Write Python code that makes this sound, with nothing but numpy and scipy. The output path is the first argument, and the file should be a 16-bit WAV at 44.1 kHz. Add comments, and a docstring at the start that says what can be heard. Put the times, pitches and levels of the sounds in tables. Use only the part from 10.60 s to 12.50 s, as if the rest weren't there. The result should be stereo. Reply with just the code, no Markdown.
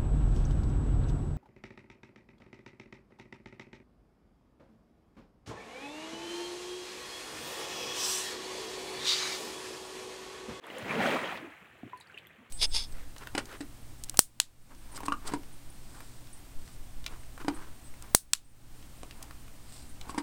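"""A mesh net is swept through shallow water, close by and a little to the right.
One surge swells and drains: decaying sine bubbles by the hundred over a wash of band-passed noise.
Large bubbles plop, as single rising sines, and drops add a tick of noise to a short ring.
Then the net is lifted; it plops and drips while the churned water, softer bubbles and foam, keeps
lapping and fizzing. A short scatter of decaying noise follows each plop and drip."""
import sys
import numpy as np
from scipy import signal
from scipy.io import wavfile

SR = 44100
rng = np.random.default_rng(int(sys.argv[2]) if len(sys.argv) > 2 else 0)


def unload_wav(signal):
    """Save mono or channel-first audio to the path in sys.argv[1] as 16-bit WAV at rate SR, clipped to [-1, 1]."""
    wavfile.write(
        sys.argv[1],
        SR,
        np.round(np.clip(np.atleast_2d(signal).T, -1, 1) * 32767).astype(np.int16),
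    )


N = 83790
TIME = np.arange(N) / SR
LEFT_LAG_S = 0.00028  # sound from the right reaches the left microphone later


def from_db(db):
    """Decibels are logarithmic: an amplitude ratio of ten is 20 dB."""
    return 10 ** (np.asarray(db) / 20)


def rms_one(x):
    """Power is the mean square: scale it to one."""
    return x / np.sqrt(np.mean(x ** 2) + 1e-20)


def in_time(rows):
    """Envelopes by linear interpolation: each column of a curve at every sample."""
    s, *columns = np.transpose(rows)
    return [np.interp(TIME, s, column) for column in columns]


def at_hz(points, hz):
    """A spectrum read on a logarithmic frequency axis, as pitch is heard."""
    f, value = np.transpose(points)
    return np.interp(np.log(hz), np.log(f), value)


def panned(db):
    """Level difference between the ears: left and right gains of constant total power."""
    return rms_one(from_db(np.array([[db], [-db]]) / 2))


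def shore(x):
    """Diffuse reflection: a short, bright scatter from the bank and the water, as decaying noise."""
    level_db, t60_s, low_hz = -5, 0.092, 1500  # level ahead of the high-pass
    t = TIME[:SR // 2]
    tail = rng.standard_normal((2, len(t))) * from_db(-60 * t / t60_s)
    tail /= np.sqrt(np.sum(tail ** 2, axis=1, keepdims=True))
    high_pass = signal.butter(2, low_hz, "high", fs=SR, output="sos")
    tail = signal.sosfilt(high_pass, tail)
    return from_db(level_db) * signal.fftconvolve(x, tail, axes=1)[:, :N]


def foam(hz):
    """Many tiny bursts merge into noise: a third of an octave of smooth, partly correlated wash."""
    # likeness of the two channels: (frequency [Hz], left-right correlation [-1 to 1])
    likeness = [(60, 0.81), (250, 0.99), (700, 0.31), (1500, 0.36), (4000, 0), (14000, 0.78)]
    edges_hz = hz * 2 ** (np.array([-1, 1]) / 6)
    band_pass = signal.butter(2, edges_hz, "band", fs=SR, output="sos")
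    mid, side = signal.sosfilt(band_pass, rng.standard_normal((2, N)))
    alike = np.clip(at_hz(likeness, hz), -1, 1)
    shared, opposed = np.sqrt(1 + alike) * mid, np.sqrt(1 - alike) * side
    left, right = shared + opposed, shared - opposed
    late_left = np.interp(TIME - LEFT_LAG_S, TIME, left)
    return rms_one(np.array([late_left, right]))


def clumps():
    """Amplitude modulation: a slow random gain gathers the bubbles in bursts."""
    spread_db, clumps_per_s = 2.2, 22
    knots = rng.standard_normal(400)
    # two random knots to each clump
    return from_db(spread_db * np.interp(TIME * 2 * clumps_per_s, np.arange(len(knots)), knots))


def bubble_cloud(hz, cycles, size_db, count):
    """Damped resonance of trapped air: random bubbles near one pitch, each gliding slightly upward."""
    lag_spread_s, pan_spread_db = 0.00025, 3
    start, u = rng.random((2, count, 1))
    size = from_db(size_db * np.minimum(rng.exponential(1, (count, 1)), 4))
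    lag, pan = rng.standard_normal((2, count, 1))
    pitch = hz * 2 ** ((u - .5) / 3)
    life = cycles / hz  # time to fall by 60 dB [s]
    steps = np.arange(int(life * SR) + 40)
    where = ((start * N).astype(int) + steps) % N  # a ring past the end wraps to the start
    left_lag = LEFT_LAG_S + lag_spread_s * lag
    out = []
    for side in (1, -1):  # left, right
        t = np.maximum(steps / SR - np.maximum(side * left_lag, 0), 0)
        tone = np.sin(2 * np.pi * pitch * t * (1 + 0.035 * t / life))
        ring = tone * from_db(-60 * t / life) * (1 - np.exp(-2 * pitch * t))
        placed = ring * size * from_db(side * pan_spread_db * pan / 2)
        out.append(np.bincount(where.ravel(), placed.ravel(), N))
    return rms_one(np.array(out))


def water(colour, wash_db, cycles, size_db, count):
    """Pitch is inverse to bubble size, and small bubbles are more numerous: yields (Hz, stereo band)."""
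    # balance at the microphones: (frequency [Hz], left minus right [dB])
    balance = [(150, 0.5), (700, 0), (1500, -4), (3000, -5.5), (4300, 2), (6500, -11), (7800, -7),
               (9500, 8.5), (11500, 4), (14500, -8)]
    for hz in 15000 / 2 ** (np.arange(27) / 3):  # thirds of an octave
        # count is the number of bubbles at 1 kHz
        cloud = bubble_cloud(hz, cycles, size_db, count=int(count * (hz / 1000) ** .75))
        high_pass = signal.butter(2, hz / 2, "high", fs=SR, output="sos")
        cloud = rms_one(signal.sosfilt(high_pass, cloud) * clumps())
        mixed = rms_one(cloud + from_db(wash_db) * foam(hz))
        gain = from_db(at_hz(colour, hz)) * np.sqrt(hz)  # bandwidth grows with frequency
        yield hz, gain * panned(at_hz(balance, hz)) * mixed


def ripples():
    """Many weak bubble resonances: stirred water laps low and fizzes softly."""
    # low lapping around the net: (time [s], level [dB])
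    lapping = [(0, -91), (0.1, -61), (0.25, -58.5), (0.75, -54.5), (0.9, -64), (0.97, -73), (1.03, -62),
               (1.2, -62.5), (1.32, -61.5), (1.45, -67), (1.58, -63), (1.7, -64), (1.9, -64)]
    # fizz of the unsettled water: (time [s], level [dB])
    fizzing = [(0, -91), (0.04, -60), (0.85, -50), (1.0, -53.5), (1.12, -56), (1.3, -55.5), (1.45, -58.5),
               (1.52, -54.5), (1.65, -57.5), (1.9, -58.5)]
    # spectral density within each part: (frequency [Hz], relative level [dB per Hz])
    ripple_colour = [(35, -23), (75, -4), (150, -4), (240, -10), (400, -5.5), (950, -9.5), (1500, -5.5),
                     (2100, -2.5), (3000, -13), (4700, -32.5), (6000, -30.5), (9000, -28), (12000, -36),
                     (15000, -31.5)]
    # wandering place of the fizzing patch: (time [s], left minus right [dB])
    fizz_pan = [(1.0, -0.5), (1.4, 0), (1.8, -1.5)]
    lap_top_hz = 700
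    lap, fizz = np.zeros((2, 2, N))
    for hz, band in water(ripple_colour, wash_db=0, cycles=25, size_db=4.2, count=400):
        if hz > lap_top_hz:
            fizz += band
        else:
            lap += band
    (lap_db,), (fizz_db,), (pan_db,) = in_time(lapping), in_time(fizzing), in_time(fizz_pan)
    place = from_db(np.array([pan_db, -pan_db]) / 2)
    place /= np.sqrt(np.mean(place ** 2, axis=0))
    return from_db(lap_db) * rms_one(lap) + from_db(fizz_db) * place * rms_one(fizz)


def bubble(s, hz, t60, onset_cycles, pan):
    """A pocket of air is a damped oscillator, rising slightly in pitch; the right ear hears it first."""
    rise_per_s = 0.16  # relative to the starting pitch
    lag_s_per_db = 0.00002  # a bubble further right reaches the left microphone later still
    out = np.zeros((2, N))
    alive = (TIME >= s) & (TIME < s + 2 * t60)
    lag = np.array([[LEFT_LAG_S - lag_s_per_db * pan], [0]])
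    t = np.maximum(TIME[alive] - s - lag, 0)
    onset = 1 - np.exp(-(hz * t / onset_cycles) ** 2 * 2)
    tone = np.sin(2 * np.pi * hz * t * (1 + rise_per_s * t / 2))
    out[:, alive] = onset * tone * from_db(-60 * t / t60)
    return out


def drips(count=3):
    """Impact and entrainment: a drop spatters, traps a brief bubble and throws off weaker droplets."""
    # drops hitting the surface, and at 1.5778 s the early echo of the one before:
    # (time [s], pitch [Hz], level [dB], t60 [s], left minus right [dB],
    # tick against bubble, ahead of the tick's filter [dB])
    drops = [(0.039, 3360, -40, 0.019, 0, -10), (0.067, 8150, -41, 0.0032, -5, 3.5),
             (0.101, 2860, -32, 0.019, -1, -16), (0.184, 8630, -35, 0.0031, -1, 4.5),
             (0.64, 2940, -26.5, 0.011, -9, -20), (0.774, 3690, -34, 0.013, -17, -15),
             (1.298, 3730, -51, 0.013, -3, -18), (1.374, 9400, -44.5, .004, 2, 1),
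             (1.376, 4240, -43.5, 0.0094, -4, -12), (1.4023, 8430, -35.5, 0.0027, -1, -5.5),
             (1.4033, 910, -42, 0.027, 1, -22), (1.4076, 7700, -42, 0.0041, -16, -14),
             (1.4107, 3900, -35, 0.011, -8, -12), (1.411, 1810, -38, 0.017, 0, -14),
             (1.472, 4500, -46, 0.006, 3, -11), (1.498, 1570, -36, 0.026, 3, -22),
             (1.523, 1420, -38.5, 0.014, -10, -17), (1.543, 2815, -40.5, 0.035, -6, -20),
             (1.5758, 2770, -25, 0.0096, -7, -21), (1.5778, 2820, -27.5, 0.0097, -9, -27),
             (1.5851, 3380, -32, 0.0054, 3, -12.5), (1.651, 2040, -41, 0.014, -13, -26),
             (1.6695, 3370, -44, 0.013, -2, -8.5), (1.6702, 12900, -43, .005, 3, -12),
             (1.705, 2020, -42.5, .016, -15, -24), (1.731, 3500, -48.5, .012, -5, -22)]
    onset_cycles, tick_t60_s = 1.9, 0.007
    satellite_db, within_s, octaves = -16, 0.014, 0.29  # droplets: level, latest delay, pitch spread
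    bright = signal.butter(1, [7360, 10500], "band", fs=SR, output="sos")  # Hz
    out = 0
    for s, hz, db, t60, pan, tick_db in drops:  # the echo is made in the same way as a drop
        tick_gain = (TIME >= s) * from_db(tick_db - 60 * np.abs(TIME - s) / tick_t60_s)
        tick = rng.standard_normal((2, N)) * tick_gain
        spatter = signal.sosfilt(bright, tick + 1e-18)
        satellites = 0
        for late, high in rng.random((count, 2)):
            satellite_hz = hz * 2 ** (octaves * (2 * high - 1))
            satellites = satellites + bubble(s + within_s * late, satellite_hz, t60, onset_cycles, pan)
        drip = bubble(s, hz, t60, onset_cycles, pan) + from_db(satellite_db) * satellites + spatter
        out = out + from_db(db) * panned(pan) * drip
    return out


def plops():
    """Large air pockets resonate low: single bubbles that stand out of the cloud."""
    # single large bubbles: (time [s], pitch [Hz], level [dB], t60 [s], left minus right [dB])
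    bubbles = [(0.041, 930, -32.5, 0.018, -1), (0.164, 517, -31, 0.073, 5), (0.221, 115, -31.5, 0.069, -1),
               (0.297, 162, -32, 0.072, -1), (0.3085, 2360, -22, 0.028, -4), (0.36, 228, -27, 0.18, -2),
               (0.385, 210, -19.5, 0.048, -2), (0.402, 784, -20.5, 0.059, -1), (0.406, 125, -29, 0.063, -2),
               (0.447, 238, -26, 0.19, -3), (0.461, 1550, -17, 0.02, -10), (0.47, 580, -12, 0.016, 2),
               (0.538, 544, -24, 0.092, -2), (0.546, 238, -28, 0.13, 3), (0.643, 541, -27, .05, -3),
               (0.824, 302, -32.5, 0.058, -1), (0.843, 336, -32, 0.061, 1), (0.869, 284, -41, 0.11, 0),
               (0.903, 320, -46, 0.072, -5), (1.01, 181, -53, 0.17, 3), (1.231, 254, -23, 0.031, -6),
               (1.231, 694, -35.5, 0.025, 0), (1.239, 118, -36.5, 0.087, 0), (1.25, 348, -39, 0.042, 6),
               (1.262, 268, -32, 0.036, 0), (1.273, 365, -39, 0.035, 6), (1.3315, 1000, -33, 0.09, 9),
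               (1.334, 391, -52, 0.11, 2), (1.543, 412, -44, 0.032, -3), (1.779, 223.7, -51.5, 0.25, 1),
               (1.804, 246, -46.5, 0.1, 1)]
    out = 0
    for s, hz, db, t60, pan in bubbles:
        out = out + from_db(db) * panned(pan) * bubble(s, hz, t60, onset_cycles=1.3, pan=pan)
    return out


def surge():
    """Bubble resonances in bulk as the net ploughs through: gulps, splash and spray swell and drain."""
    # envelopes of four bands, ahead of the fade: (time [s], deep bass level [dB],
    # upper bass level [dB], middle level [dB], treble level [dB])
    swell = [(0.016, -74, -62.5, -64, -68), (0.044, -66.5, -50.5, -49, -58.5),
             (0.15, -55.5, -46.5, -45, -50), (0.245, -49, -44.5, -43, -48.5),
             (0.315, -41.5, -41, -31.5, -44), (0.375, -37.5, -32, -34.5, -44),
             (0.415, -37, -33.5, -28, -39.5), (0.465, -40, -30.5, -28, -37.5), (0.55, -42, -34, -29, -39),
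             (0.59, -49, -41.5, -33.5, -43.5), (0.71, -53, -45, -35, -47.5),
             (0.78, -55, -49.5, -43.5, -50.5), (0.84, -57.5, -52.5, -50, -68), (0.94, -76, -64, -57.5, -79),
             (1.1, -87, -69, -63, -85)]
    # spectral density within each band: (frequency [Hz], relative level [dB per Hz])
    surge_colour = [(40, -38), (75, -28), (120, -19), (230, -6.5), (340, -8), (560, -4.5), (850, -5),
                    (1300, -6), (2000, -4.5), (3000, -14), (4800, -28.5), (9500, -33.5), (12000, -43),
                    (15000, -37)]
    # borders between the four bands: (frequency [Hz], three in rising order)
    band_edges = (270, 700, 2700)
    parts = np.zeros((4, 2, N))
    for hz, band in water(surge_colour, wash_db=-2.5, cycles=26.0, size_db=3.8, count=1100):
        parts[np.searchsorted(band_edges, hz)] += band
    drained = np.interp(TIME, [0, .015, .95, 1.15], [0, 1, 1, 0])
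    return drained * sum(rms_one(part) * from_db(db) for part, db in zip(parts, in_time(swell)))


def scene():
    """Superposition: surge, ripples and single plops and drips add, the singles with their scatter."""
    singles = plops() + drips()
    return surge() + ripples() + singles + shore(singles)


def record(dry):
    """Band limitation: the microphones shed the deepest bass; the top is cut steeply."""
    high_pass = signal.butter(3, 55, "high", fs=SR, output="sos")
    thin = signal.sosfilt(high_pass, dry)
    # 0.1 dB ripple in the passband, 70 dB rejection above it
    low_pass = signal.ellip(10, .1, 70, 15900, fs=SR, output="sos")
    return signal.sosfilt(low_pass, thin)


dry = scene()
out = record(dry)
unload_wav(out)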